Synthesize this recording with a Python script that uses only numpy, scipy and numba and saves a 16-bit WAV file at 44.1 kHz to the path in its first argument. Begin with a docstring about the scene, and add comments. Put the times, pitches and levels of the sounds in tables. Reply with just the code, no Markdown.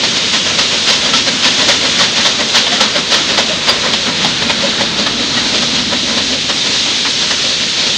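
"""A steam locomotive works slowly uphill past one microphone standing beside the track.
Its exhaust leads: four uneven beats a wheel turn, noise puffs ringing the chimney's air column under a jet hiss.
Rods knock as short rattles, brief tonal peaks colour the noise; leaking steam flutters as filtered noise.
Wheels and frames rumble low down, throbbing with the beats.
The mono microphone is dull on top; its preamp rounds the peaks and its output is limited at full scale."""
import sys
import numpy as np
from scipy import signal
from scipy.fft import rfft, irfft, next_fast_len
from scipy.io import wavfile
from scipy.ndimage import uniform_filter1d
from numba import njit

SR = 44100
rng = np.random.default_rng(int(sys.argv[2]) if len(sys.argv) > 2 else 0)


def store_wav(level_fs):
    """Save 16-bit WAV to argv[1]."""
    pcm = np.round(np.clip(np.atleast_2d(level_fs), -1, 1) * 32767)
    wavfile.write(sys.argv[1], SR, pcm.T.astype(np.int16))


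N = 351477  # samples

# Exhaust beats, going round the four strokes:
# [peak t/s, blast level/dB, chimney ring level/dB, jet hiss level/dB, length as a ratio to its stroke]
EXHAUST_BEATS = [(0.042, -18, -22.5, -12, .9), (0.175, -22, -33, -13.5, .6), (0.356, -19, -26, -10.5, .8),
                 (0.485, -22, -25, -17.5, 0.98), (0.594, -17, -23, -11, 1.2), (0.744, -22, -24.5, -18, .9),
                 (0.907, -16.5, -22.5, -8, 1.05), (1.065, -20.5, -22.5, -14, 1),
                 (1.148, -15.5, -21.4, -8.5, 1.3), (1.286, -19.5, -19.5, -13, .7),
                 (1.463, -15.5, -23.5, -8.5, 1.05), (1.618, -17.5, -23, -12.5, 1.1),
                 (1.694, -11, -18, -7.5, 1.27), (1.854, -19, -23, -16.3, 1.2),
                 (2.017, -12.5, -20.5, -7.5, 0.92), (2.19, -16.5, -25.5, -12.5, .9),
                 (2.259, -13.5, -18.5, -8, 1.1), (2.414, -18, -18, -18, .85), (2.577, -14.5, -26, -8, 1.1),
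                 (2.743, -18.5, -23, -14, .8), (2.816, -13, -20, -8.5, 1.15), (2.974, -17.5, -25, -16, .9),
                 (3.143, -15.5, -20.1, -9, 1.05), (3.306, -18.5, -23, -14, .9),
                 (3.385, -12.6, -17, -10.5, .85), (3.512, -23, -24, -17, 1.1),
                 (3.701, -12.5, -17.5, -12, 0.9), (3.859, -19, -23, -19.5, 1.1),
                 (3.937, -23, -23.2, -13, .6), (4.086, -18.5, -24, -20, .95),
                 (4.252, -19.5, -28, -15, 1.35), (4.43, -23, -21, -20, .5), (4.504, -15, -22, -15, 0.74),
                 (4.655, -23, -25, -17.5, 2), (4.816, -19, -20.3, -17.5, 0.86), (5.0, -22, -24, -16, .8),
                 (5.07, -15, -23, -17, 0.53), (5.22, -24.5, -23.5, -17.5, 1.3),
                 (5.385, -20.5, -29, -17, 1.2), (5.551, -23, -24, -16, .8), (5.626, -19.3, -21.5, -17, .65),
                 (5.78, -23.5, -29, -17, 1.8), (5.936, -17.5, -22, -20, .7), (6.107, -21, -25.5, -18, .95),
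                 (6.18, -20.7, -21.5, -18, 1.1), (6.34, -26, -25.5, -17, 1.4),
                 (6.503, -19, -23.5, -15.5, .5), (6.675, -24.5, -28, -17.5, 1.2),
                 (6.75, -20, -22, -22, .55), (6.89, -25, -29, -19, 1.3), (7.063, -16.5, -32, -18, .45),
                 (7.23, -22.5, -26, -16, .7), (7.312, -18, -24, -15, .8), (7.47, -30, -26, -18, 1.4),
                 (7.625, -22.1, -32, -16.5, 0.83), (7.8, -24, -26, -15.5, .9), (7.872, -25, -25, -15, .7)]
# The four strokes of a wheel turn, in order, before stretching:
# [rise t/s, fall t/s, thud in the frames level/dB]
WHEEL_STROKES = [(0.012, 0.035, -1), (0.031, 0.031, -1.5), (0.034, 0.042, 0), (0.035, 0.072, -1)]
# Lowest resonance of the chimney's air column: [f/Hz, width of each pass/Hz, level/dB]
CHIMNEY_MODES = [(563, 100, -5), (525, 314, 4)]
# Upper resonances rung by the blast: [f/Hz, width of each pass/Hz, level/dB]
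BLAST_MODES = [(1034, 230, -3.5), (1312, 98, -9.5), (1870, 440, -3.5), (1456, 1650, 10)]
# Spectrum of the jet hiss: [f/Hz, relative level per Hz/dB]
JET_SPECTRUM = [(1290, -36), (2200, -4.5), (3270, 6), (4730, 2.5), (5060, 0.5), (6680, -5.5), (9260, -30),
                (9610, -68), (12500, -70), (21100, -120)]
# Steady steam: [t/s, leak level/dB, draught roar level/dB, narrow hiss level/dB]
STEAM_LEVELS = [(0.0, -15, -22, -24), (1.0, -14.5, -23, -29), (1.99, -15.5, -22.5, -29),
                (2.99, -17.5, -22, -24.5), (3.98, -17.5, -21.5, -22.5), (4.98, -18.5, -21.5, -21.5),
                (5.98, -16, -24.5, -22), (6.97, -15, -25, -23), (7.97, -16, -25.5, -22)]
# Spectrum of the steam leaks: [f/Hz, relative level per Hz/dB]
LEAK_SPECTRUM = [(1060, -25.5), (1800, -10.5), (2670, -5.5), (3550, 0), (4200, -2.5), (6580, -9),
                 (7950, -22), (8710, -24.5), (9610, -39), (12500, -77), (21100, -120)]
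# Spectrum of the draught roar: [f/Hz, relative level per Hz/dB]
DRAUGHT_SPECTRUM = [(190, -17), (330, -0.5), (554, -1), (743, -6), (980, -4.5), (1180, -6), (1290, -3.5),
                    (2600, -5.5), (3380, -5.5), (5720, -120)]
# Resonance of the narrow hiss: [f/Hz, width of each pass/Hz, level/dB]
NARROW_HISS_MODES = [(3940, 1100, 0)]
# Wheels and frames: [t/s, boom level/dB, boom centre f/Hz, rolling level/dB]
RUMBLE_COURSE = [(0.0, -27, 222, -35), (0.9, -28, 231, -33), (1.3, -24, 243, -33.5), (2.0, -27, 237, -31.5),
                 (2.9, -25.5, 226, -36.5), (3.7, -27, 222, -32), (4.2, -23.5, 217, -32),
                 (5.2, -23, 228, -32), (6.1, -23.5, 239, -32), (6.8, -28.5, 237, -35.5),
                 (7.97, -30, 230, -34)]
# Spectrum of the rolling: [f/Hz, relative level per Hz/dB]
ROLLING_SPECTRUM = [(15, -44), (28, -16.5), (45, -12), (70, -8), (110, -4), (170, -2), (220, -24.5),
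                    (300, -62.5)]
# Hard knocks of the rods, mostly at the start of a beat: [t/s, nominal peak level/dB]
ROD_KNOCKS = [(0.033, -0.5), (0.342, -3), (0.583, -5), (0.889, -1), (1.134, -1), (1.45, -3), (1.685, -3),
              (2.003, 2), (2.179, 1), (2.252, -1), (2.562, 4.5), (2.666, 1), (2.807, 4), (3.123, 2),
              (3.377, 2), (3.685, 0), (3.934, 3), (4.245, 5), (4.42, 0), (4.495, 0), (4.807, 1.5),
              (5.062, 0.5), (5.375, -1), (5.623, -1.5), (5.929, -6), (6.176, -1), (6.496, -6), (7.056, -7)]
# Broad colour of the rod knocks: [f/Hz, width of each pass/Hz, level/dB]
ROD_MODES = [(897, 530, -3.5), (1820, 650, -4.5), (3280, 930, 2), (4800, 330, -7.5)]
# Brief tonal peaks in the noise of the beats: [t/s, f/Hz, peak level/dB]
TONAL_PEAKS = [(1.14, 1335, -10), (1.283, 1620, -17), (1.477, 1765, -16), (1.699, 556, -15),
               (2.009, 1141, -14), (2.257, 3187, -14), (2.571, 991, -16), (2.576, 4660, -13),
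               (2.806, 1335, -14), (2.729, 711, -15), (2.813, 539, -12.5), (2.962, 581, -11),
               (3.13, 1340, -14), (3.142, 4694, -17), (3.15, 3338, -10), (3.386, 4920, -12),
               (3.388, 772, -16), (3.511, 629, -14.5), (3.687, 1077, -14), (3.691, 494, -16),
               (3.696, 4800, -3.5), (3.859, 1055, -18), (4.249, 861, -16), (4.494, 2455, -16),
               (4.644, 559, -12.5), (4.818, 517, -16), (5.066, 1723, -19), (5.38, 1910, -16),
               (6.619, 3620, -11)]

FRAME_WIDTH_HZ = 103  # of each pass
KNOCK_T60_S, KNOCK_ATTACK_S = 0.076, 0.00092
TONE_S = 0.0094  # time scale of a tonal peak's swell
PREAMP_HEADROOM, FULL_SCALE = 1.36, 1.0  # amplitudes
MIC_HZ, TOP_HZ = 9650, 15900  # low-pass edges before and after the clipping


def undb(db):
    """Amplitude ratio of a level in dB."""
    return 10 ** (np.asarray(db) / 20)


def unit(x):
    """Scale a signal to an rms level of 1."""
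    return x / np.sqrt(np.mean(x ** 2))


def curves(table):
    """Columns of a table, drawn as straight lines between its times."""
    s, *columns = np.transpose(table)
    return [np.interp(np.arange(N) / SR, s, column) for column in columns]


def walk(rate):
    """Random levels held 1 / rate s and smoothed twice over that time; mean 0, spread somewhat below 1."""
    hold = int(SR / rate)
    steps = np.repeat(rng.standard_normal(N // hold + 1), hold)
    return uniform_filter1d(uniform_filter1d(steps, hold), hold)[:N]


@njit
def svf(x, hz, width):
    """State-variable band-pass, gain 1 at the centre, which may move."""
    y, band, low = np.empty(len(x)), 0., 0.
    for i in range(len(x)):
        g, damping = np.tan(np.pi * hz[i] / SR), width / hz[i]
        v = (band + g * (x[i] - low)) / (1 + g * (g + damping))
        band, low, y[i] = 2 * v - band, low + 2 * g * v, damping * v
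    return y


def steep(x, hz, width):
    """A resonance applied twice."""
    centre = hz * np.ones(len(x))
    return svf(svf(x, centre, float(width)), centre, float(width))


def ring(x, modes):
    """Several resonances, scaled so that white noise of level 1 comes out at level 1."""
    def through(v):
        return sum(undb(db) * steep(v, hz, width) / np.sqrt(width) for hz, width, db in modes)
    return through(x) / np.std(through(rng.standard_normal(SR)))


def turbulence(points, flicker_db, rate):
    """Third-octave bands of noise under a spectrum, each flickering alone, at rms level 1."""
    hz, db = np.transpose(points)
    size = next_fast_len(N)
    octave = np.log2(np.maximum(np.fft.rfftfreq(size, 1 / SR), 1))
    colour = undb(np.interp(octave, np.log2(hz), db, left=-90, right=-90))
    whole = rfft(rng.standard_normal(size)) * colour
    out = 0
    for centre in np.arange(np.log2(hz[0]), np.log2(hz[-1]) + 1 / 3, 1 / 3):
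        # Neighbouring triangular bands cross-fade
        band = irfft(whole * np.clip(1 - 3 * abs(octave - centre), 0, 1), size)[:N]
        out = out + band * undb(flicker_db * walk(rate))
    return unit(out)


def strokes():
    """The stroke that each beat belongs to."""
    return np.array(WHEEL_STROKES)[np.arange(len(EXHAUST_BEATS)) % len(WHEEL_STROKES)]


def puffs(levels_db, stretch):
    """Steam pressure at the nozzle: a flat-topped rise to each beat and an exponential fall."""
    t, power = np.arange(N) / SR, np.zeros(N)
    for (s, *_, length), (rise, fall, _), db in zip(EXHAUST_BEATS, strokes(), levels_db):
        near = slice(max(int((s - .15) * SR), 0), int((s + .5) * SR))
        u = (t[near] - s) / length
        swell = np.exp(-abs(u / rise) ** 3.3)
        decay = np.exp(-u / (fall * stretch))
        power[near] += (undb(db) * np.where(u < 0, swell, decay)) ** 2
    return np.sqrt(power)  # overlapping puffs add in power


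def steam():
    """Leaks and draught flutter together as the wind tears the plume."""
    leak_db, draught_db, narrow_db = curves(STEAM_LEVELS)
    flutter_db = 0.7 * walk(25) + 0.5 * walk(6)
    leak = undb(leak_db + flutter_db) * turbulence(LEAK_SPECTRUM, 1.0, 14)
    narrow = undb(narrow_db + flutter_db) * ring(rng.standard_normal(N), NARROW_HISS_MODES)
    draught = undb(draught_db + flutter_db) * turbulence(DRAUGHT_SPECTRUM, 1.9, 12)
    return leak + narrow + draught


def wheels():
    """The wheels' grind and a thud from each beat throb in a wandering resonance of the frames."""
    boom_db, boom_hz, roll_db = curves(RUMBLE_COURSE)
    *_, thud_db = strokes().T
    grind = (undb(0.82 * walk(18)) + puffs(thud_db, 1.2)) * rng.standard_normal(N)
    boom = steep(grind, boom_hz * (1 + 0.04 * walk(9)), FRAME_WIDTH_HZ)
    rolling = undb(roll_db + 1.2 * walk(8.8)) * turbulence(ROLLING_SPECTRUM, .8, 4.7)
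    return undb(boom_db) * unit(boom) + rolling


def knocks():
    """Each rod knock is a dense rattle of coloured noise that starts at once and dies fast."""
    force = np.zeros(N)
    for s, db in ROD_KNOCKS:
        start = int(s * SR)
        u = np.arange(min(4000, N - start)) / SR
        attack = 1 - np.exp(-u / KNOCK_ATTACK_S)
        force[start:start + len(u)] += undb(db - 60 * u / KNOCK_T60_S) * attack
    return ring(force * rng.standard_normal(N), ROD_MODES) / 3  # noise peaks near three times its rms


def exhaust():
    """Each beat is lumpy noise that rings the chimney, with the hiss of the jet on top."""
    _, blast_db, ring_db, jet_db, _ = np.transpose(EXHAUST_BEATS)
    lumps = undb(1.7 * walk(90))
    low = ring(puffs(ring_db, 0.89) * lumps * rng.standard_normal(N), CHIMNEY_MODES)
    mid = ring(puffs(blast_db, 1.0) * lumps * rng.standard_normal(N), BLAST_MODES)
    jet = puffs(jet_db, 1.14) * lumps * turbulence(JET_SPECTRUM, 1.0, 30)
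    return low + mid + jet


def tonal_peaks():
    """Brief sines of wavering pitch, fast to start and slower to die, colour the noise of the beats."""
    out, waver = np.zeros(N), 1 + 0.0066 * walk(120)
    for s, hz, db in TONAL_PEAKS:
        near = slice(int((s - .06) * SR), int((s + .12) * SR))
        u = (np.arange(near.start, near.stop) / SR - s) / TONE_S
        swell = np.exp(-np.where(u < 0, 1.7 * u ** 2, 0.7 * u ** 2 / (1 + abs(u) / 2)))
        cycles = hz * np.cumsum(waver[near]) / SR + rng.random()
        out[near] += undb(db) * swell * np.sin(2 * np.pi * cycles)
    return out


def scene():
    """One microphone beside the track feeds both channels."""
    mono = steam() + wheels() + knocks() + exhaust() + tonal_peaks()
    return np.array([mono, mono])


def record(dry):
    """The preamp rounds the peaks, the dulled signal is clipped at full scale and the top is cut."""
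    rounded = PREAMP_HEADROOM * np.tanh(dry / PREAMP_HEADROOM)
    dull = signal.sosfilt(signal.ellip(10, .2, 80, MIC_HZ, fs=SR, output="sos"), rounded)
    clipped = np.clip(dull, -FULL_SCALE, FULL_SCALE)
    return signal.sosfilt(signal.ellip(8, .2, 70, TOP_HZ, fs=SR, output="sos"), clipped)


dry = scene()
out = record(dry)
store_wav(out)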